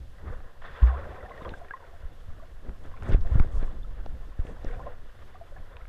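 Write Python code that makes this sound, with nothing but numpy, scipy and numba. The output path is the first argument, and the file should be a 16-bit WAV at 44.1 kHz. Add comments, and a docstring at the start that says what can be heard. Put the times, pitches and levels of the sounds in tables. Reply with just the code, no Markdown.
"""Soft watery swishes and ringing bubbles, then heavy thumps: a camera carried just under a lake's surface.
Its microphone sits in a sealed housing. Band-filtered noise makes the surges, eddies and chop on the shell;
gliding sines make the thumping air pockets and the bubbles, lone or in clouds stirred up by the strokes.
Short pulses make the mount tick and knock. A lake murmur and the hiss and whines of the electronics lie behind."""
import sys
import numpy as np
from scipy import signal
from scipy.fft import rfft, irfft
from scipy.io import wavfile
from scipy.ndimage import uniform_filter1d
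from numba import njit

SR = 44100
rng = np.random.default_rng(int(sys.argv[2]) if len(sys.argv) > 2 else 0)


def unload_wav(signal):
    """Save mono or channel-first audio to the path in sys.argv[1] as 16-bit WAV at rate SR, clipped to [-1, 1]."""
    wavfile.write(
        sys.argv[1],
        SR,
        np.round(np.clip(np.atleast_2d(signal).T, -1, 1) * 32767).astype(np.int16),
    )


N = 259308  # samples, about 5.9 s
BUBBLE_GLIDE = 0.03  # share by which a bubble's pitch climbs over its t60


def undb(db):
    """Amplitude factor of a level in dB."""
    return 10 ** (np.asarray(db) / 20)


def level(x, db):
    """Set the RMS level in dB."""
    return x * undb(db) / np.sqrt(np.mean(x ** 2))


def band(x, lo_hz, hi_hz, order=2):
    """Keep what lies between two frequencies."""
    sos = signal.butter(order, [lo_hz, hi_hz], "bandpass", fs=SR, output="sos")
    return signal.sosfilt(sos, x)


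def resonance(x, hz, width_hz):
    """One resonant mode, with unit gain at its peak."""
    b, a = signal.iirpeak(hz, hz / width_hz, fs=SR)
    return signal.lfilter(b, a, x)


def noise():
    """White noise for the whole scene."""
    return rng.standard_normal(N)


def walk(rate_hz):
    """Random levels held for 1 / rate and smoothed by two running averages; spread near 1."""
    hold = int(SR / rate_hz)
    steps = np.repeat(rng.standard_normal(N // hold + 1), hold)
    return 1.355 * uniform_filter1d(uniform_filter1d(steps, hold), hold)[:N]


def along(table):
    """Columns of a curve at every sample, with time in seconds as its first column."""
    s, *columns = np.transpose(table)
    return [np.interp(np.arange(N) / SR, s, column) for column in columns]


def db_sum(levels_db):
    """Level of unrelated sounds together: their powers add."""
    return 10 * np.log10(sum(undb(db) ** 2 for db in levels_db))


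@njit
def rings(rows, glide, count):
    """Each row (sample, size, Hz, t60 s, rise s) is a fading sine that glides up by a share over its t60."""
    out = np.zeros(count)
    for at, size, hz, t60, rise in rows:
        phase, start = 0., int(at)
        for j in range(min(int(t60 * SR), count - start)):
            t = j / SR
            phase += 2 * np.pi * hz * (1 + glide * t / t60) / SR
            envelope = (1 - np.exp(-t / rise)) ** 2 * 1000 ** (-t / t60)
            out[start + j] += size * envelope * np.sin(phase)
    return out


def housing(x):
    """The shell and its trapped air ring at a few broad modes, with alternating sign."""
    # modes of the closed shell
    # Each row: pitch in Hz, width in Hz, gain at the peak in dB.
    shell_modes = [(304, 950, -15.5), (510, 154, 3), (763, 178, -1), (1038, 163, 1), (1418, 377, -1),
                   (1827, 388, -2), (2800, 380, -15), (3440, 300, -13), (5130, 220, -32)]
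    out = 0
    for k, (hz, width_hz, gain_db) in enumerate(shell_modes):
        out = out + (-1) ** k * undb(gain_db) * resonance(x, hz, width_hz)
    return out


def flow(chop_db):
    """Water pushes on the shell in slow pressure swings, lumpy eddies, and a quick chop with fine spray."""
    # strength of the water on the shell
    # Each row: time in seconds, slow surge in relative dB, eddy flutter in relative dB.
    water_push = [(0.0, -52, -50.5), (0.21, -47.5, -46.5), (0.35, -47, -46), (0.46, -55, -55),
                  (0.6, -50.5, -49), (0.77, -55, -47.5), (0.95, -43, -40.5), (1.29, -54, -49.5),
                  (1.55, -47.5, -43), (1.7, -54.5, -64.5), (2.0, -50.5, -52), (2.42, -42, -55),
                  (2.69, -49, -66), (2.9, -41, -43.5), (3.19, -31.5, -34), (3.34, -27.5, -51),
                  (3.47, -39, -40), (3.6, -32, -35), (3.75, -41, -61), (3.93, -36.5, -48.5),
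                  (4.14, -39.5, -42.5), (4.32, -49, -56), (4.62, -45, -41.5), (5.01, -46, -56),
                  (5.35, -51.5, -50.5), (5.55, -43.5, -62), (5.78, -54, -49), (5.88, -48, -62)]
    surge_db, eddy_db = along(water_push)

    swings = band(noise() * undb(2.5 * walk(9)), 4.2, 19.1, order=1)
    # the second filter also softens the changes of strength
    surge = band(undb(surge_db) * level(swings, 9.9), 3.0, 33.2, order=1)

    lumps = noise() * undb(4.23 * walk(22.05))
    eddies = level(band(lumps, 35.8, 96.3), 1.96)
    spray = band(noise() * undb(2.7 * walk(90)), 4300.0, 8900.0)
    chop = level(band(lumps, 47.0, 325.0), 1.2) + level(spray, -27.0)
    return surge + undb(eddy_db) * eddies + undb(chop_db) * chop


def swishes():
    """Every swish swells to its peak and dies away; returns levels of three bubble sizes and the chop."""
    # strokes that drag down bubbles
    # Each row: peak time in seconds, large bubbles in relative dB, rise in seconds, fall in seconds,
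    # then dB above the large ones for small bubbles, fizz and chop.
    strokes = [(.26, -52.5, 0.074, 0.39, 3, -17, -8), (.34, -47, 0.29, 0.076, 0, -13, -4),
               (0.481, -58.5, 0.061, 0.14, 2, -7, 1), (0.621, -50.5, 0.011, 1.8, 5.5, 0, -16),
               (0.839, -42, 0.17, 0.37, 3, -15, -6.5), (.98, -42, 0.41, 1.5, -4.5, -26, -13),
               (1.47, -43.5, 0.35, 0.25, -28, -25, -7.5), (1.6, -48, 0.44, 0.037, -22, -29, -2),
               (2.318, -61.5, 0.48, 2.5, 0, -26, -4), (2.7, -52.5, 0.087, 0.13, 0.5, -9, 1.5),
               (2.86, -47, 0.11, 0.14, -3.5, -10, -2), (3.04, -48, 0.19, 0.15, -1, -5, -3),
               (3.09, -40, 0.087, 0.14, -1.5, -19, 0), (3.12, -48.5, 0.01, 0.085, -6, -1, -7),
               (3.139, -43, 0.068, 0.015, 0, 1, 0), (3.27, -44.5, 0.052, 0.83, -4, -11.5, -7),
               (3.32, -50.5, 0.18, 0.22, 0.5, -9, -5), (3.39, -43.5, 0.2, 0.1, 1, -10, 2.5),
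               (3.57, -48, 0.15, 0.2, -7, -15, 7), (3.626, -45, 0.18, 0.2, -2.5, -8.5, -14),
               (4.0, -53, 0.15, 0.81, -3, -8.5, -3.5), (4.5, -47.5, 0.22, 0.19, -1.5, -9.5, 0),
               (4.675, -46.5, 0.13, 0.17, -1.5, -5, 0), (4.87, -46, 0.46, 0.22, -5, -17, -13.5),
               (5.3, -58.5, 0.97, 0.42, 2, -1.5, -3.5), (5.8, -51.5, 1, 0.42, -2.5, -11, -17)]
    # water between the strokes
    # One row: large bubbles, small bubbles, fizz and chop, all in relative dB.
    calm_water = (-64.5, -71.5, -69, -72)
    span_db = 20  # rise and fall are the times for this change

    t = np.arange(0, N + 64, 64) / SR  # a level every 64 samples
    layers = [np.array(calm_water)[:, None]]
    for s, large_db, rise, fall, *above_db in strokes:
        before, after = (s - t) / max(rise, .005), (t - s) / max(fall, .005)
        swell_db = large_db - span_db * np.where(t < s, before, after)
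        layers.append(swell_db + np.array([0, *above_db])[:, None])
    return [np.interp(np.arange(N) / SR, t, db) for db in db_sum(layers)]


def swarm(lo_hz, hi_hz, churn_db, count=2600):
    """Bubbles of one size range over the churn that frees them, heard through the shell."""
    at, pitch, size, cycles = rng.random((count, 4)).T
    hz = lo_hz * (hi_hz / lo_hz) ** pitch
    gain = undb(np.minimum(-3.6 * np.log(1 - size), 13))  # mostly faint, a few up to 13 dB stronger
    t60 = (5.8 + 31.0 * cycles) / hz
    rise = np.full(count, .0005)
    pops = rings(np.array([at * N, gain, hz, t60, rise]).T, BUBBLE_GLIDE, N)
    churn = band(noise() * undb(1.66 * walk(40)), lo_hz, hi_hz)
    return level(level(housing(pops), 0) + level(housing(churn), churn_db), -5.0)


def cloud(large_db, small_db, fizz_db):
    """Each stroke drags down air in three sizes, in uneven spurts; small and fizz are relative to large."""
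    large = swarm(342.0, 871.0, 0.33)
    small = swarm(886.0, 2185.0, -0.36)
    fizz = swarm(2054.0, 7100.0, 6.0)
    sizes = large + undb(small_db) * small + undb(fizz_db) * fizz
    spurts_db = 1.78 * walk(55)
    return undb(large_db + spurts_db) * sizes


def thumps():
    """Large air pockets squeezed and shoves on the shell; a pocket's pitch climbs as it rises."""
    # air pockets and shoves
    # Each row: start in seconds, size in dB before rise and fade, starting pitch in Hz,
    # time to fade 60 dB in seconds, rise in seconds, push 1 or pull -1.
    pockets = [(.818, -5, 53, 0.35, 0.008, -1), (.828, -5, 39, 0.064, 0.0027, 1),
               (2.032, -28, 63, 0.099, 0.003, -1), (2.051, -20, 19.6, 0.14, 0.0028, 1),
               (2.285, -28, 65, 0.068, 0.0013, 1), (2.686, -24, 47, 0.12, 0.0014, -1),
               (3.093, -14.5, 83, 0.097, 0.0016, -1), (3.126, -3, 20, 0.083, 0.0033, -1),
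               (3.146, -4, 40, 0.075, 0.0014, 1), (3.318, -10.5, 50.8, 0.14, 0.0017, 1),
               (3.355, -5.5, 90, 0.037, 0.001, 1), (3.376, -4.5, 14, 0.12, 0.0019, -1),
               (3.401, 2, 45, 0.023, 0.0006, -1), (3.407, -2.5, 9.8, 0.092, 0.0024, 1),
               (3.534, -15.5, 47, 0.15, 0.0034, -1), (3.8, -23.5, 20, 0.2, 0.0023, 1),
               (4.392, -19, 65, 0.074, 0.00035, 1), (4.396, -14.5, 21.4, 0.16, 0.0017, -1),
               (4.664, -17.5, 22.7, 0.24, 0.00095, -1), (3.993, -15.5, 16.6, 0.14, 0.0025, 1),
               (5.752, -33, 50, 0.098, 0.002, 1), (5.82, -28, 32, 0.16, 0.002, -1)]
    s, db, hz, t60, rise, sign = np.transpose(pockets)
    size = np.sign(sign) * undb(db)
    pocket_glide = 0.75  # share by which the pitch climbs over the t60
    return rings(np.array([s * SR, size, hz, t60, np.maximum(rise, 1e-4)]).T, pocket_glide, N)


def bubbles():
    """Lone bubbles near the shell ring at the pitch of their size."""
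    # single bubbles close to the microphone housing
    # Each row: start in seconds, size in dB before rise and fade, starting pitch in Hz.
    lone_bubbles = [(0.403, -51, 740), (0.183, -48, 1950), (0.322, -40.5, 502), (0.325, -39, 1200),
                    (0.618, -39, 1790), (0.682, -37.5, 1810), (0.76, -40, 1980), (0.786, -40, 1260),
                    (0.83, -31, 1045), (0.898, -32.5, 768), (0.902, -31.5, 1070), (0.925, -34, 690),
                    (0.938, -33, 1000), (0.957, -34, 1100), (0.975, -39, 557), (1.07, -36.5, 612),
                    (1.125, -39, 736), (1.182, -38.5, 514), (1.206, -39.5, 1957), (1.224, -36.5, 601),
                    (1.227, -44, 1920), (1.25, -38.5, 745), (1.28, -41, 777), (1.306, -50, 3800),
                    (1.335, -45, 610), (1.424, -44.5, 3660), (1.478, -41, 480), (1.51, -41, 890),
                    (1.259, -38, 1790), (1.308, -33, 1070), (1.317, -38, 2010), (1.336, -41, 1900),
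                    (1.377, -36, 1840), (1.16, -48.5, 2380), (1.456, -38.5, 3250), (1.505, -41, 3620),
                    (1.433, -49, 3500), (1.522, -53, 2500), (1.533, -51, 3570), (1.409, -33.5, 1034),
                    (1.449, -34, 1187), (1.454, -32, 1026), (1.538, -31, 1583), (1.613, -36, 692),
                    (1.684, -42, 1860), (1.708, -24, 1631), (1.737, -26, 1046), (1.735, -32, 1905),
                    (1.768, -45, 1880), (1.824, -43, 925), (1.929, -46, 688), (2.398, -44.5, 1140),
                    (2.423, -43.5, 644), (2.938, -39, 1060), (3.248, -37.5, 672), (3.257, -49, 750),
                    (3.83, -41, 3500), (3.845, -44, 1300), (4.148, -48, 523), (4.49, -39, 450),
                    (4.701, -35, 475), (4.73, -40.5, 736), (4.734, -40.5, 1486), (4.77, -43, 703),
                    (4.663, -40, 1810), (4.685, -40, 1580), (4.8, -35, 1036), (4.8, -40, 776),
                    (4.825, -43, 1410), (4.83, -44, 568), (4.835, -43, 1740), (4.866, -32, 577),
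                    (4.867, -32.5, 1042), (4.868, -37.5, 730), (4.918, -45, 1444), (5.346, -42, 740),
                    (5.354, -40.5, 1175), (5.411, -35.5, 674), (5.519, -43.5, 560), (5.563, -45, 752),
                    (5.563, -39, 1700), (5.7, -50, 553)]
    s, db, hz = np.transpose(lone_bubbles)
    t60 = 58.4 / hz  # in cycles of the starting pitch: small bubbles die sooner
    rise = np.full(len(s), .0012)
    return rings(np.array([s * SR, undb(db), hz, t60, rise]).T, BUBBLE_GLIDE, N)


def ticks(size=600):
    """A jolt rings the shell, duller the longer the contact; its sharp edge rattles on in the treble."""
    # ticks and knocks of the mount
    # Each row: start in seconds, jolt in dB before the shell, contact time in ms,
    # peak of the direct sharp edge in dB, edge pitch in Hz.
    knocks = [(.404, -33, 0.48, -53, 1900), (0.651, -29.5, 0.6, -44, 1600), (0.826, -20, 3.8, -39.5, 2700),
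              (1.295, -48, 0.49, -44, 2800), (1.449, -28.5, 0.32, -39, 1790),
              (1.4924, -42, 0.25, -34, 3060), (1.377, -50, .3, -48, 3500), (1.684, -48, 0.15, -46, 2400),
              (1.42, -26.5, 3.6, -51, 3500), (1.519, -24, 3.3, -57, 2980), (1.538, -26.5, 0.58, -51, 2000),
              (1.708, -26.5, 0.44, -50, 2010), (2.693, -35, 0.41, -44, 1990), (2.853, -35, 0.91, -59, 3000),
              (3.024, -24, 0.45, -51, 4040), (3.063, -32, 4.3, -55, 3500), (3.089, -19, 2.15, -56, 2000),
              (3.103, -20, 1.7, -56, 5000), (3.122, -12, 3.1, -44, 3600), (3.1446, -11, 2.2, -41, 2180),
              (3.21, -43, 0.31, -50, 4460), (3.033, -32, 0.48, -48, 7200), (3.3, -38, 0.73, -52, 3600),
              (3.353, -24, 2, -58, 3000), (3.398, -18, 0.72, -31, 1730), (3.399, -35, 0.44, -38.5, 3640),
              (3.445, -23, 2.06, -60, 3000), (3.627, -18.5, 2.6, -45, 3000),
              (4.061, -22.5, 1.18, -42, 3580), (4.39, -30, 2.5, -64, 2000), (4.45, -23.5, 2.2, -57, 3000),
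              (4.469, -50, 0.45, -43, 2600), (4.646, -19, 1.95, -43.5, 4800), (4.794, -27, 1, -46, 980),
              (4.866, -45, 0.86, -48, 2200), (5.768, -42, 0.3, -36, 2630), (5.854, -40, 0.62, -43, 1900)]
    t = np.arange(size) / SR
    body, edge = np.zeros((2, N))
    bursts = rng.standard_normal((len(knocks), size))
    for (s, jolt_db, contact_ms, edge_db, edge_hz), burst in zip(knocks, bursts):
        at = int(s * SR)
        jolt = np.sin(np.pi * np.clip(t * 1000 / contact_ms, 0, 1)) ** 2
        body[at:at + size] -= undb(jolt_db) * jolt
        click = np.exp(-t / 0.00006)
        rattle = 0.37 * burst * np.exp(-t / 0.0013)
        snap = band(click + rattle, 0.65 * edge_hz, 1.316 * edge_hz, order=3)
        edge[at:at + size] += undb(edge_db) * snap / np.abs(snap).max()
    # both reach the microphone directly and through the shell
    return undb(-0.5) * housing(body) + undb(-7.5) * body + edge + undb(-13.5) * housing(edge)


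def lake():
    """The lake murmurs steadily behind: noise through the shell."""
    return level(housing(noise()), -67.5)


def electronics():
    """Preamplifier hiss, its level wavering slightly, with a few faint whines of narrow-band noise."""
    # colour of the hiss
    # Each row: frequency in Hz, relative density in dB per Hz.
    hiss_colour = [(1500, -13.5), (3000, 2.5), (6000, -6), (9000, -10), (12000, -11.5), (14500, -14),
                   (16000, -15)]
    # steady whines
    # Each row: pitch in Hz, width in Hz, RMS level in dB before the recorder.
    whines = [(9860, 11, -92), (11353, 110, -89), (13636, 38, -98), (14386, 25, -94)]

    hz, db = np.transpose(hiss_colour)
    f = np.arange(N // 2 + 1) * SR / N
    colour = undb(np.interp(np.log(f + 1), np.log(hz), db))
    hiss = level(irfft(rfft(noise()) * colour, N), -70.5)
    whine = sum(level(resonance(noise(), hz, width_hz), db) for hz, width_hz, db in whines)
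    return hiss * undb(1.0 * walk(13)) + whine


def scene():
    """Everything that reaches the one microphone, from the water on the shell to the electronics."""
    large, small, fizz, chop = swishes()
    water = flow(chop) + cloud(large, small - large, fizz - large)
    mix = water + thumps() + bubbles() + ticks() + lake() + electronics()
    return mix[None]


def record(dry):
    """The recorder cuts the top steeply above 15250 Hz."""
    return signal.sosfilt(signal.ellip(10, .2, 70, 15250, fs=SR, output="sos"), dry)


dry = scene()
out = record(dry)
unload_wav(out)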